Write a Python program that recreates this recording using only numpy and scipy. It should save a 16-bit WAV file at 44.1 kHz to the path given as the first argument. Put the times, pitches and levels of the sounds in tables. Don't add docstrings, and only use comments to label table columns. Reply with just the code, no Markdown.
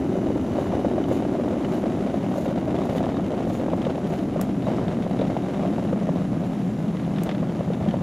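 import sys
import numpy as np
from scipy import signal
from scipy.fft import rfft, irfft, next_fast_len
from scipy.io import wavfile

SR = 44100
rng = np.random.default_rng(int(sys.argv[2]) if len(sys.argv) > 2 else 0)


def digitize_waveform(pressure):
    field = np.atleast_2d(pressure).T
    bounded = np.clip(field, -1, 1)
    quanta = np.round(bounded * 32767).astype(np.int16)
    wavfile.write(sys.argv[1], SR, quanta)


N = 353682
TIME = np.arange(N) / SR
HIT_TIME = np.arange(SR // 10) / SR


def undb(db):
    return np.exp(np.asarray(db) * (np.log(10) / 20))


def unit(x):
    return x / np.sqrt(np.mean(x ** 2))


def add(out, start_s, sound):
    first = max(int(start_s * SR), 0)
    out[first:first + len(sound)] += sound[:max(N - first, 0)]


def follow(table):
    return np.interp(TIME, *np.transpose(table))


def colour(x, points, size=8192):
    hz, db = np.transpose(points)
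    bins_hz = np.maximum(np.arange(size // 2 + 1) * SR / size, 1)
    gain = undb(np.interp(np.log(bins_hz), np.log(hz), db))
    cepstrum = irfft(np.log(gain))
    cepstrum[1:size // 2] *= 2
    cepstrum[size // 2 + 1:] = 0
    response = irfft(np.exp(rfft(cepstrum)))[:size // 2]
    return signal.oaconvolve(x, response)[:len(x)]


def resonate(x, hz, width_hz):
    return signal.lfilter(*signal.iirpeak(hz, hz / width_hz, fs=SR), x)


def walk(rate):
    levels = rng.standard_normal(16384)
    return unit(np.interp(TIME * rate, np.arange(len(levels)), levels))


def bumps(rate, spread_db):
    hit = np.flatnonzero(rng.random(N) < rate / SR)
    chance = rng.random(N)[hit]
    sign = (-1) ** hit
    out = np.zeros(N)
    out[hit] = sign * undb(spread_db * np.sqrt(12) * chance)
    return unit(out)


def swell(length_s):
    return np.exp(-np.linspace(-2, 2, int(2 * length_s * SR)) ** 2)


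def ring(hz, decay_s):
    return np.exp(-HIT_TIME / decay_s) * np.sin(2 * np.pi * hz * HIT_TIME)


def spray(spectrum, rise_s, decay_s, tail_db, tail_s):
    fade = np.exp(-HIT_TIME / decay_s) + undb(tail_db) * np.exp(-HIT_TIME / tail_s)
    rise = 1 - np.exp(-HIT_TIME / rise_s)
    burst = colour(rng.standard_normal(len(HIT_TIME)) * fade * rise, spectrum)
    return unit(burst) / 12


# pitch_hz [Hz], relative level_db [dB per Hz]
STREET_COLOUR = [(25, -6), (75, 7.5), (125, 11), (200, 4), (700, -5), (1500, -12.5), (3000, -20.5),
                 (5000, -28.5), (6000, -26.5), (7400, -27.5), (8400, -38.5), (10000, -29), (11800, -39.5),
                 (13200, -41), (14500, -59.5)]


def street(level_db, swell_db):
    noise = unit(colour(rng.standard_normal(N), STREET_COLOUR))
    return undb(level_db + swell_db * walk(1.976)) * noise


# time_s [s], level_db [dB rms]
DEEP_RUMBLE_LEVEL = [(0, -37), (1.15, -36.5), (1.4, -49), (2.2, -51), (2.45, -39), (3.6, -37.5), (4.2, -48),
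                     (4.8, -37), (5.8, -50), (6.4, -41.5), (7.0, -57.5), (7.8, -37)]


def deep_rumble(centre_hz, width_hz):
    noise = rng.standard_normal(N)
    for _ in range(2):
        noise = resonate(noise, centre_hz, width_hz)
    return undb(follow(DEEP_RUMBLE_LEVEL)) * unit(noise)


# pitch_hz [Hz], level_db at the start [dB rms before the waver],
# fade_s, by which it has faded 20 dB [s]
WHINE_TONES = [(2955, -62.5, 5), (5908, -73, 6), (6022, -69, 5), (9038, -74, 1.2), (12049, -75, 1)]


def tram_whine(waver_db):
    drift = np.cumsum(1 + 0.0006 * walk(40)) / SR
    waver = waver_db * walk(12)
    out = np.zeros(N)
    for hz, db, fade_s in WHINE_TONES:
        level = np.sqrt(2) * undb(db - 20 * TIME / fade_s + waver)
        out += level * np.sin(2 * np.pi * hz * drift)
    return out


# middle_s [s], length_s [s], level_db [dB]
STRIDES = [(.57, 0.207, -60), (1.135, 0.09, -53), (1.74, 0.11, -56.5), (2.401, 0.152, -53.5),
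           (2.955, 0.157, -56), (3.536, 0.111, -53.5), (4.16, 0.13, -58.5)]
# pitch_hz [Hz], relative level_db [dB per Hz]
SWISH_COLOUR = [(1500, -2), (4000, 3.5), (5200, -3.5), (7000, 3.5), (8500, -11.5), (10000, -1.5),
                (11500, -6.5), (13000, -4), (15500, -20)]


def strides():
    brushing = np.zeros(N)
    for middle_s, length_s, db in STRIDES:
        add(brushing, middle_s - length_s, undb(db) * swell(length_s))
    catching = undb(2.93 * walk(70))
    grains = colour(bumps(3500, 3.8), SWISH_COLOUR)
    return (brushing + undb(-66.5)) * unit(catching * grains)


# middle_s [s], length_s [s], relative level_db [dB], pitch_hz [Hz]
SQUEAKS = [(1.15, 0.039, -55, 6950), (1.70, .04, -56, 7000), (2.84, 0.06, -52, 3730),
           (3.16, .05, -52.5, 3740), (3.54, .08, -55.5, 6850), (4.66, .06, -53.5, 3750),
           (5.15, 0.1, -54.5, 3800), (5.44, 0.095, -55, 3750)]


def squeaks(waver, flutter_db):
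    out = np.zeros(N)
    bend = 1 + waver * walk(1100)
    flutter = unit(undb(flutter_db * walk(90)))
    for middle_s, length_s, db, hz in SQUEAKS:
        shape = np.zeros(N)
        add(shape, middle_s - length_s, swell(length_s))
        out += undb(db) * shape * flutter * np.sin(2 * np.pi * hz * np.cumsum(bend) / SR)
    return out


# start_s [s], rough peak level_db [dB]
SNAPS = [(4.4126, -24), (7.234, -28)]
# pitch_hz [Hz], relative level_db [dB per Hz]
GRIT_COLOUR = [(1000, -4), (2000, 0), (4000, -9), (6500, -3), (8700, -1), (11300, -7), (13000, 1.5),
               (14300, -12)]


def snaps(crumbs_db, crumbs_s):
    out, scatter = np.zeros(N), np.zeros(N)
    for start_s, db in SNAPS:
        crack = spray(GRIT_COLOUR, rise_s=0.0014, decay_s=0.0013, tail_db=-30, tail_s=0.018)
        add(out, start_s, undb(db) * crack)
        add(scatter, start_s, undb(db + crumbs_db) * np.exp(-HIT_TIME / crumbs_s))
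    return out + scatter * unit(colour(bumps(900, 4), GRIT_COLOUR))


# start_s [s], relative level_db [dB], pitch_hz of the ringing [Hz]
CLACKS = [(1.0384, -30.5, 3000), (1.646, -29, 2900), (2.071, -34, 2330), (2.459, -33, 2000),
          (2.762, -32, 3450), (2.8943, -31.5, 2900), (2.959, -33, 2070), (2.9806, -28.5, 3000),
          (3.0355, -32, 3700), (3.168, -33, 3700), (3.8172, -31, 3360), (3.8496, -31, 3200),
          (3.901, -33, 3150), (4.19, -32, 2980), (4.6214, -34, 3650), (4.8801, -29.5, 3700),
          (5.0234, -31.5, 3660), (5.189, -30.5, 3790), (5.2116, -30.5, 3840), (5.249, -37, 2000),
          (5.271, -36, 2030), (5.543, -36, 1980), (6.968, -33, 2000), (6.995, -34.5, 2090),
          (7.0335, -37, 1650), (7.0465, -35.5, 2010), (7.1606, -34, 1920), (7.1832, -28.5, 1960),
          (7.2055, -36, 2100), (7.2904, -23.5, 1970), (7.3121, -26, 2040), (7.347, -31.5, 2050),
          (7.380, -37, 1920), (7.733, -32, 3760), (7.8865, -31, 3234), (7.9084, -32, 3066)]
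# pitch_hz [Hz], relative level_db [dB per Hz]
HANDLE_COLOUR = [(400, -10), (1200, 1.5), (2000, 1), (2600, -3.5), (3600, -1.5), (4800, -13.5),
                 (8000, -26.5), (16000, -46)]


def clacks(ring_db, ring_s, bounce_s, bounce_db):
    out = np.zeros(N)
    for start_s, db, hz in CLACKS:
        bounce = (bounce_s * (.5 + rng.random()), bounce_db)
        for late_s, drop_db in ((0, 0), bounce):
            crack = spray(HANDLE_COLOUR, rise_s=0.0013, decay_s=0.0023, tail_db=-19, tail_s=.018)
            tube = np.e * HIT_TIME / ring_s * ring(hz, ring_s)
            add(out, start_s + late_s, undb(db + drop_db) * (crack + undb(ring_db) * tube))
    return out


# pitch_hz [Hz], relative level_db [dB per Hz]
FITTINGS_COLOUR = [(500, -11), (1200, 2), (1700, -2), (2100, 0.5), (2500, -4), (3000, -2), (3400, -7.5),
                   (3750, -4), (4200, -12), (5200, -13.5), (7000, -17.5), (12000, -30), (15000, -49.5)]


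def ticks(rate, spread_db):
    return unit(colour(bumps(rate, spread_db), FITTINGS_COLOUR))


# pitch_hz [Hz], relative level_db [dB per Hz]
WHEELS_COLOUR = [(30, -23.5), (75, -6), (135, 0), (200, -6), (290, -4.5), (380, 2), (420, -2.5), (570, 0),
                 (700, -1.5), (900, -11), (1300, -19.5), (2200, -31), (5000, -51.5), (16000, -85.5)]


def rolling(rate, spread_db, texture_db, chatter_s, scrape_db):
    jolts = bumps(rate, spread_db)
    texture = undb(texture_db) * bumps(2500, 2.8)
    rumble = colour(jolts + texture, WHEELS_COLOUR)
    shaking = unit(signal.lfilter([1], [1, -np.exp(-1 / (chatter_s * SR))], np.abs(jolts)))
    chatter = (shaking + undb(scrape_db)) * rng.standard_normal(N)
    rattle = colour(chatter, FITTINGS_COLOUR)
    return unit(rumble), unit(rattle)


# time_s [s], level_db [dB]
PAVING = [(0, -0.5), (.4, -2), (.55, .5), (1.2, 0), (2.2, 0.5), (3.0, 2), (3.9, 0), (4.55, -2.5), (4.75, 0),
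          (5.9, 1), (6.85, -4.5), (7.2, -1.5), (8.0, -2)]
# middle_s [s], extra shaking level_db [dB]
PATCHES = [(.48, 3.5), (.73, 1.5), (1.75, 3.5), (3.87, 3.5), (4.14, 5.5), (4.39, 4.5), (4.68, 5),
           (4.79, 3.5), (4.92, 1.5), (7.26, 4), (7.88, 3.5)]


def shaking_db(s):
    patch_s = 0.041
    level_db = np.interp(s, *np.transpose(PAVING))
    for middle_s, db in PATCHES:
        level_db = level_db + db * np.exp(-((s - middle_s) / patch_s) ** 2)
    return level_db


# start_s [s], relative level_db [dB], pitch_hz [Hz]
KNOCKS = [(0.153, -18, 567), (0.302, -17.5, 494), (0.359, -18.5, 527), (0.585, -13.5, 570),
          (0.658, -27.5, 1040), (0.724, -24.5, 930), (0.736, -16.5, 541), (0.846, -16, 556),
          (0.981, -14, 617), (1.113, -13, 533), (1.251, -16.5, 591), (1.352, -18.5, 652), (1.397, -17, 550),
          (1.525, -21, 516), (1.539, -20, 560), (1.568, -21, 560), (1.837, -20.5, 527), (2.07, -22, 640),
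          (2.141, -20, 624), (2.34, -28, 1080), (2.381, -17.5, 573), (2.463, -18, 549), (2.514, -23, 568),
          (2.679, -21, 592), (2.79, -21, 600), (2.817, -27, 1050), (2.854, -23, 673), (2.927, -18.5, 594),
          (2.958, -17.5, 525), (3.005, -20, 627), (3.04, -19.5, 574), (3.065, -23, 750), (3.169, -27, 1090),
          (3.196, -20, 670), (3.311, -22, 560), (3.334, -19.5, 547), (3.469, -18.5, 531), (3.501, -21, 554),
          (3.6, -19, 563), (3.683, -15.5, 538), (3.733, -14, 549), (3.866, -16, 530), (3.98, -18.5, 657),
          (4.123, -22, 557), (4.36, -17, 560), (4.394, -26, 1074), (4.671, -19, 587), (4.686, -19.5, 600),
          (4.783, -26.5, 1170), (4.914, -26, 1000), (5.064, -19, 560), (5.195, -19.5, 457),
          (5.216, -13, 550), (5.366, -20.5, 736), (5.543, -23, 620), (5.651, -18, 650), (5.783, -19, 732),
          (5.929, -17, 506), (5.931, -28.5, 1144), (6.09, -15, 564), (6.426, -21, 560), (7.291, -21, 666),
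          (7.427, -21, 571), (7.431, -29.5, 1020), (7.607, -17, 580), (7.702, -17.5, 472),
          (7.811, -22.5, 655.5), (7.862, -20.5, 565), (7.94, -16, 570)]
# pitch_hz [Hz], relative level_db [dB per Hz]
AXLE_COLOUR = [(300, -13.5), (900, 2.5), (1400, -5), (3000, -22), (7000, -38.5), (16000, -67)]


def knocks(rise_cycles, uneven_db, overtone, overtone_db, thud_hz, thud_s, thud_db, crack_db):
    out = np.zeros(N)
    for start_s, db, hz in KNOCKS:
        length, hardness = undb(uneven_db * rng.standard_normal(2))
        rise_s = length * rise_cycles / hz
        modes = ring(hz, rise_s) + hardness * undb(overtone_db) * ring(overtone * hz, rise_s)
        knock = np.e * HIT_TIME / rise_s * modes
        thud = undb(thud_db) * ring(thud_hz, thud_s)
        crack = spray(AXLE_COLOUR, rise_s=0.00124, decay_s=0.0042, tail_db=-17.5, tail_s=0.0125)
        add(out, start_s, undb(db) * (knock + thud + hardness * undb(crack_db) * crack))
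    return out


# time_s [s], pitch_hz [Hz]
PACE = [(0, 286), (1.2, 282), (2.1, 238), (2.9, 245.8), (3.6, 224), (4.8, 224), (5.8, 208.3), (6.6, 190),
        (8, 182)]
# pitch_hz [Hz], width_hz [Hz], relative level_db [dB]
CASE_MODES = [(135.6, 38.2, -0.5), (171.5, 21.3, 3), (194.7, 23.8, 2.5), (227.5, 29.75, -1),
              (268.2, 47, -.5), (315.7, 50.4, -2.5), (372.5, 35.6, -1.5)]


def case_boom(rate, spread_db, focus_db):
    pace_hz = follow(PACE)
    shake, out, power = bumps(rate, spread_db), 0, 0
    for k, (hz, width_hz, db) in enumerate(CASE_MODES):
        panel_shake = np.roll(shake, k * SR)
        mode = resonate(resonate(panel_shake, hz, width_hz), hz, 3 * width_hz)
        gain = undb(db - focus_db * np.log2(hz / pace_hz) ** 2)
        out = out + gain * mode
        power = power + gain ** 2 * width_hz
    return unit(out / np.sqrt(power))


def suitcase():
    rumble, rattle = rolling(rate=140, spread_db=2.3, texture_db=-2.2, chatter_s=0.006, scrape_db=-1.0)
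    pace_db = 3 * np.log2(follow(PACE) / 229)
    shaken = undb(-31.5 + pace_db) * rumble + undb(-51) * rattle
    shaken += undb(-56) * ticks(rate=70, spread_db=2.0)
    out = undb(-25) * case_boom(rate=600, spread_db=2, focus_db=16.5)
    out += undb(shaking_db(TIME)) * shaken
    out += undb(0.64) * knocks(rise_cycles=1.0, uneven_db=1.2, overtone=1.65, overtone_db=-17,
                               thud_hz=257.6, thud_s=0.0069, thud_db=-12.0, crack_db=-14)
    out += undb(-.5) * clacks(ring_db=-11, ring_s=.002, bounce_s=.007, bounce_db=-11)
    out += snaps(crumbs_db=-26, crumbs_s=0.015)
    out += undb(-1) * squeaks(waver=.035, flutter_db=6.5)
    return out


# pitch_hz [Hz], left minus right level_db [dB]
PORTS = [(60, 0.75), (500, 0.61), (1300, 0), (7000, 0), (10500, .5), (13000, 9.5), (15500, 9.5)]


def ports(x):
    size = next_fast_len(N, real=True)
    bins_hz = np.arange(size // 2 + 1) * SR / size
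    lean_db = np.interp(bins_hz, *np.transpose(PORTS))
    gains = undb(np.array([lean_db, -lean_db]) / 2)
    return irfft(rfft(x, size) * gains, size)[:, :N]


def scene():
    around = street(level_db=-38, swell_db=0.85) + deep_rumble(centre_hz=100.5, width_hz=84)
    around += tram_whine(waver_db=2.5)
    return ports(around + strides() + suitcase())


def record(dry):
    hiss_band = signal.butter(8, [9500, 13400], "band", fs=SR, output="sos")
    hiss = signal.sosfilt(hiss_band, rng.standard_normal((2, N)))
    top_cut = signal.ellip(8, .2, 70, 15600, fs=SR, output="sos")
    return signal.sosfilt(top_cut, dry + undb(-66.0) * hiss)


dry = scene()
out = record(dry)
digitize_waveform(out)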